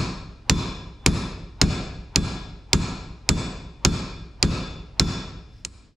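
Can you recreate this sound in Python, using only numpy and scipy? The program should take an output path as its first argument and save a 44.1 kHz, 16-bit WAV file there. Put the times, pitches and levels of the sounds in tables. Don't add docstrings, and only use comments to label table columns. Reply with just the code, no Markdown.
import sys
import numpy as np
from scipy import signal
from scipy.fft import rfft, irfft, next_fast_len
from scipy.io import wavfile
from scipy.ndimage import uniform_filter1d, minimum_filter1d, map_coordinates

SR = 44100
rng = np.random.default_rng(int(sys.argv[2]) if len(sys.argv) > 2 else 0)


def log_audio(samples):
    frames = np.atleast_2d(samples).T
    limited = np.clip(frames, -1, 1)
    pcm = np.round(limited * 32767).astype(np.int16)
    wavfile.write(sys.argv[1], SR, pcm)


N = 262836
AGE_S = np.arange(3 * SR // 2) / SR

# (time [s], force [dB], punch ring [dB], favoured pitch [Hz], its boost [dB])
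BLOWS = [(-.085, 4.5, -12, 1100, 4.5), (0.4963, 5.5, 4.5, 7030, 1), (1.0618, 6, -2.5, 10140, 7),
         (1.6145, 6.5, -3.5, 6630, 0.5), (2.1588, 4.5, 1.5, 8850, 2.5), (2.7312, 5, -3.5, 7500, 4),
         (3.2901, 5, 0.5, 8060, 4.5), (3.8490, 5, -1, 5600, 1.5), (4.427, 6, -2.5, 3370, 2),
         (4.9960, 5, 2, 5130, 2), (5.6492, -21.5, -14, 8500, 10)]
# (frequency [Hz], relative density [dB per Hz])
CRACK = [(200, -17), (900, -10.5), (1700, -9.5), (2450, 0), (3000, -6.5), (4200, -1), (5350, 2.5),
         (6050, -6), (6950, -0.5), (8400, -16), (10000, -19.5), (11000, -29.5), (15500, -29.5)]
# (frequency [Hz], relative density [dB per Hz])
CLANK = [(150, -0.5), (420, 8.5), (560, -0.5), (1300, 3), (1950, -6), (2420, -4), (3000, -7.5), (4300, -5),
         (5300, -9.5), (7200, -5.5), (8600, -18), (10500, -26.5), (14000, -47)]
# (frequency [Hz], mean level [dB], t60 [s])
PUNCH = [(3492, -34.5, .34), (12758, -71, .3), (13436, -62, .26)]
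# (nominal frequency [Hz], mean level [dB], t60 [s])
COLLAR = [(1348, -38.5, 0.18), (1643, -37.5, 0.17), (2410, -40, 0.11), (2453, -37, .11), (3740, -39.5, .11),
          (4230, -41, 0.16), (5170, -38.5, 0.14), (5260, -39.5, .13), (6770, -42.5, .14),
          (7900, -36.5, 0.048), (9930, -51, .14)]
# (frequency [Hz], left over right [dB])
PORTS = [(500, 1), (1400, 1), (2500, -1.5), (5000, -2.5), (7600, -2), (9900, 7), (11500, -2), (15000, -6)]
# (frequency [Hz], relative level [dB], t60 [s])
BENCH = [(170, -16.5, .36), (33, -17.5, .36), (56, -17.5, .34), (76, -20, .36), (91, -18.5, .38),
         (112, -22, .36), (135, -23, .32), (161, -18, .32), (226, -23, .33), (255, -20.5, .32),
         (290, -21, .32), (340, -25, .28), (367, -27, .26), (415, -28, .18)]
# (frequency [Hz], relative density [dB per Hz])
RUMBLE = [(12, -23.5), (30, -4), (90, 2), (170, 2.5), (310, -2), (480, -18.5), (900, -38.5), (2500, -78.5)]
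# (frequency [Hz], relative density [dB per Hz])
SPREAD = [(200, 4.5), (400, 5.5), (560, 2), (1300, 3.5), (1950, -6.5), (2450, 1), (3050, -7), (4200, 1),
          (5300, -0.5), (6000, -8), (7000, -6.5), (8800, -24), (10200, -22.5), (11600, -35), (16000, -41)]
# (frequency [Hz], t60 [s])
SHOP_T60 = [(50, 2.4), (170, 0.65), (450, 0.85), (1200, 0.75), (3000, 0.75), (5200, 0.67), (8000, 0.52),
            (14000, 0.19)]
# (frequency [Hz], side over mid [dB])
WIDTH = [(60, -31), (200, -26), (400, -13.5), (1200, -8.5), (2500, -5), (7000, -12), (15000, 5)]
# (frequency [Hz], relative density [dB per Hz])
SWISH = [(200, -10), (600, -8), (920, 0), (1300, -12), (4000, -24), (9000, -50)]
# (frequency [Hz], relative density [dB per Hz])
SCRAPE = [(500, -24), (2000, -14), (2450, -11), (3000, -14), (4600, -16), (5200, -4), (5900, -20),
          (12000, -38)]
# (frequency [Hz], relative density [dB per Hz])
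AIR = [(20, -7.5), (90, -2), (300, -11), (1000, -29), (5000, -30.5), (9000, -45.5), (14000, -70)]

FULL_FORCE_DB = 5
SEAT_TILT_DB_PER_OCTAVE, SEAT_OCTAVES = -0.56, .26
THIN_DB_PER_OCTAVE = 0.06
RING_DB = -1
THUD_DB, THUD_DB_PER_FORCE_DB = -.1, 0.28
WASH_DB, RING_ECHO_DB, ECHO_LEFT_DB = 4.5, -5.5, 1.7
ECHO_DB_PER_FORCE_DB = -0.087


def hammering():
    track, thud = np.zeros((2, N)), bench()
    barrel = crowded_modes(depth_db=1.8)
    echo_lean = amp([[ECHO_LEFT_DB / 2], [-ECHO_LEFT_DB / 2]])
    for time_s, force_db, ring_db, pitch_hz, boost_db in BLOWS:
        excess_db = force_db - FULL_FORCE_DB
        seat = seating(force_db, pitch_hz, boost_db)
        ring = coloured(steel(ring_db), seat)
        clang = coloured(contact(), seat)
        direct = panned(clang + amp(RING_DB) * ring, lambda hz: along(PORTS, hz))
        wash = shop_wash(seat, barrel)
        echo = (amp(WASH_DB) * wash + amp(RING_ECHO_DB) * echoed(ring)) * echo_lean
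        echo = amp(ECHO_DB_PER_FORCE_DB * excess_db) * echo
        shove = amp(THUD_DB + THUD_DB_PER_FORCE_DB * excess_db) * thud
        add(track, amp(force_db) * (direct + echo + shove), time_s)
    return track


def contact(rise_s=0.00063, crack_db=7.0, crack_t60_s=0.012, clank_db=-14, clank_t60_s=0.078):
    crack = amp(crack_db) * noise(CRACK, side_db=-8.5) * fade(crack_t60_s)
    clank = amp(clank_db) * noise(CLANK, side_db=-7.5) * fade(clank_t60_s)
    return (crack + clank) * swell(rise_s)


def steel(ring_db):
    punch = amp(ring_db) * ringing(PUNCH, scatter_db=1, detune=0)
    collar = ringing(COLLAR, scatter_db=1.5, detune=.007)
    return punch + collar


def ringing(modes, scatter_db, detune):
    hz, db, t60_s = np.transpose(modes)[:, :, None]
    strength = amp(db + scatter_db * rng.standard_normal(db.shape))
    pitch_hz = hz * (1 + detune * rng.standard_normal(db.shape))
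    phase = rng.uniform(0, 2 * np.pi, db.shape)
    waves = np.sin(2 * np.pi * pitch_hz * AGE_S + phase)
    return np.sum(strength * fade(t60_s) * waves, axis=0)


def seating(force_db, pitch_hz, boost_db):
    tilt_db = SEAT_TILT_DB_PER_OCTAVE + THIN_DB_PER_OCTAVE * (FULL_FORCE_DB - force_db)

    def gain_db(hz):
        octaves_off = np.log2((hz + 1) / pitch_hz)
        favoured_db = boost_db * np.exp(-(octaves_off / SEAT_OCTAVES) ** 2)
        return favoured_db + tilt_db * np.log2(np.clip(hz, 300, 9000) / 5000)
    return gain_db


def crowded_modes(depth_db, spacing_hz=45):
    knots_db = depth_db * rng.standard_normal(2048)
    return lambda hz: map_coordinates(knots_db, [hz / spacing_hz], mode="mirror")


def bench(rise_s=0.0015, modes_db=-2.5, rumble_db=-13, rumble_t60_s=0.26, echo_db=-13):
    modes = np.zeros(len(AGE_S))
    for k, (hz, db, t60_s) in enumerate(sorted(BENCH)):
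        modes += (-1) ** k * amp(db) * fade(t60_s) * np.sin(2 * np.pi * hz * AGE_S)
    rumble = amp(rumble_db) * noise(RUMBLE, side_db=-14) * fade(rumble_t60_s)
    thud = (amp(modes_db) * modes + rumble) * swell(rise_s)
    return thud + amp(echo_db) * echoed(thud.mean(axis=0))


def shop_wash(seat, barrel):
    chatter = crowded_modes(depth_db=1.3, spacing_hz=260)
    return coloured(workshop(), lambda hz: along(SPREAD, hz) + seat(hz) + barrel(hz) + chatter(hz))


def workshop(wall_s=0.081, spread_s=.014, near=0.36):
    hz, t, z = signal.stft(rng.standard_normal((2, len(AGE_S))), SR, nperseg=512)
    shelves = near * swell(0.021, t)
    walls = (1 + np.tanh((t - wall_s) / spread_s)) / 2 * swell(0.11, t)
    decay = fade(along(SHOP_T60, hz)[:, None], t) * (shelves + walls)
    band_rms = np.sqrt(np.mean(decay ** 2, axis=1, keepdims=True) * len(AGE_S))
    mid, side = z * decay / band_rms
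    side = side * amp(along(WIDTH, hz))[:, None]
    echo = signal.istft(np.array([mid + side, mid - side]), SR, nperseg=512)[1]
    return echo[:, :len(AGE_S)]


def echoed(x):
    return signal.fftconvolve(x[None], workshop(), axes=1)[:, :len(AGE_S)]


def swings(swish_db=-49):
    track = np.zeros((2, N))
    approach = fade(.15)[::-1]
    for time_s, force_db, *_ in BLOWS:
        swish = amp(force_db + swish_db) * approach * noise(SWISH, side_db=-10.5)
        add(track, swish, time_s - len(AGE_S) / SR)
    return track


def slide(level_db=-63, centre_s=5.58, width_s=.07):
    stroke = np.exp(-((np.arange(N) / SR - centre_s) / width_s) ** 2)
    return amp(level_db) * stroke * noise(SCRAPE, side_db=-17, size=N)


def shop_air(level_db=-55.5):
    return amp(level_db) * noise(AIR, side_db=-7.5, size=N)


def amp(db):
    return 10 ** (np.asarray(db) / 20)


def unit(x):
    return x / np.sqrt(np.mean(x ** 2) + 1e-20)


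def along(points, hz):
    f, v = np.transpose(points)
    return np.interp(np.log(hz + 1), np.log(f + 1), v)


def fade(t60_s, t=AGE_S):
    return np.exp(-np.log(1000) * t / t60_s)


def swell(rise_s, t=AGE_S):
    return 1 - np.exp(-t / rise_s)


def coloured(x, gain_db):
    m = 2 * next_fast_len(x.shape[-1] // 2 + 4096)
    cepstrum = irfft(np.log(amp(gain_db(np.fft.rfftfreq(m, 1 / SR)))))
    cepstrum[1:m // 2] *= 2
    cepstrum[m // 2 + 1:] = 0
    response = np.exp(rfft(cepstrum))
    return irfft(rfft(x, m) * response, m)[..., :x.shape[-1]]


def noise(spectrum, side_db, size=len(AGE_S)):
    mid, side = coloured(rng.standard_normal((2, size)), lambda hz: along(spectrum, hz))
    side = amp(side_db) * side
    return unit(np.array([mid + side, mid - side]))


def panned(x, left_db):
    left = coloured(x[0], lambda hz: left_db(hz) / 2)
    right = coloured(x[1], lambda hz: -left_db(hz) / 2)
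    return np.array([left, right])


def add(track, sound, time_s):
    start = round(time_s * SR)
    part = sound[:, max(-start, 0):N - start]
    track[:, max(start, 0):][:, :part.shape[1]] += part


def scene():
    return hammering() + swings() + slide() + shop_air()


def limiter(x, ceiling_db=-6, release_s=0.12):
    power = uniform_filter1d(np.mean(x ** 2, axis=0), size=64)
    level = np.sqrt(np.abs(power) + 1e-12)
    duck = np.maximum(1 - amp(ceiling_db) / level, 0)
    letting_go = np.exp(-np.arange(N) / SR / release_s)
    held = np.maximum.accumulate(duck / letting_go) * letting_go
    return x * uniform_filter1d(minimum_filter1d(1 - held, size=64), size=32)


def record(dry, fade_out_s=0.097, top_hz=16300):
    x = signal.sosfilt(signal.butter(2, 18, "highpass", fs=SR, output="sos"), dry)
    x = np.clip(limiter(x), -1, 1)
    x = x * np.minimum((N - np.arange(N)) / SR / fade_out_s, 1)
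    return signal.sosfiltfilt(signal.butter(24, top_hz, fs=SR, output="sos"), x)


dry = scene()
out = record(dry)
log_audio(out)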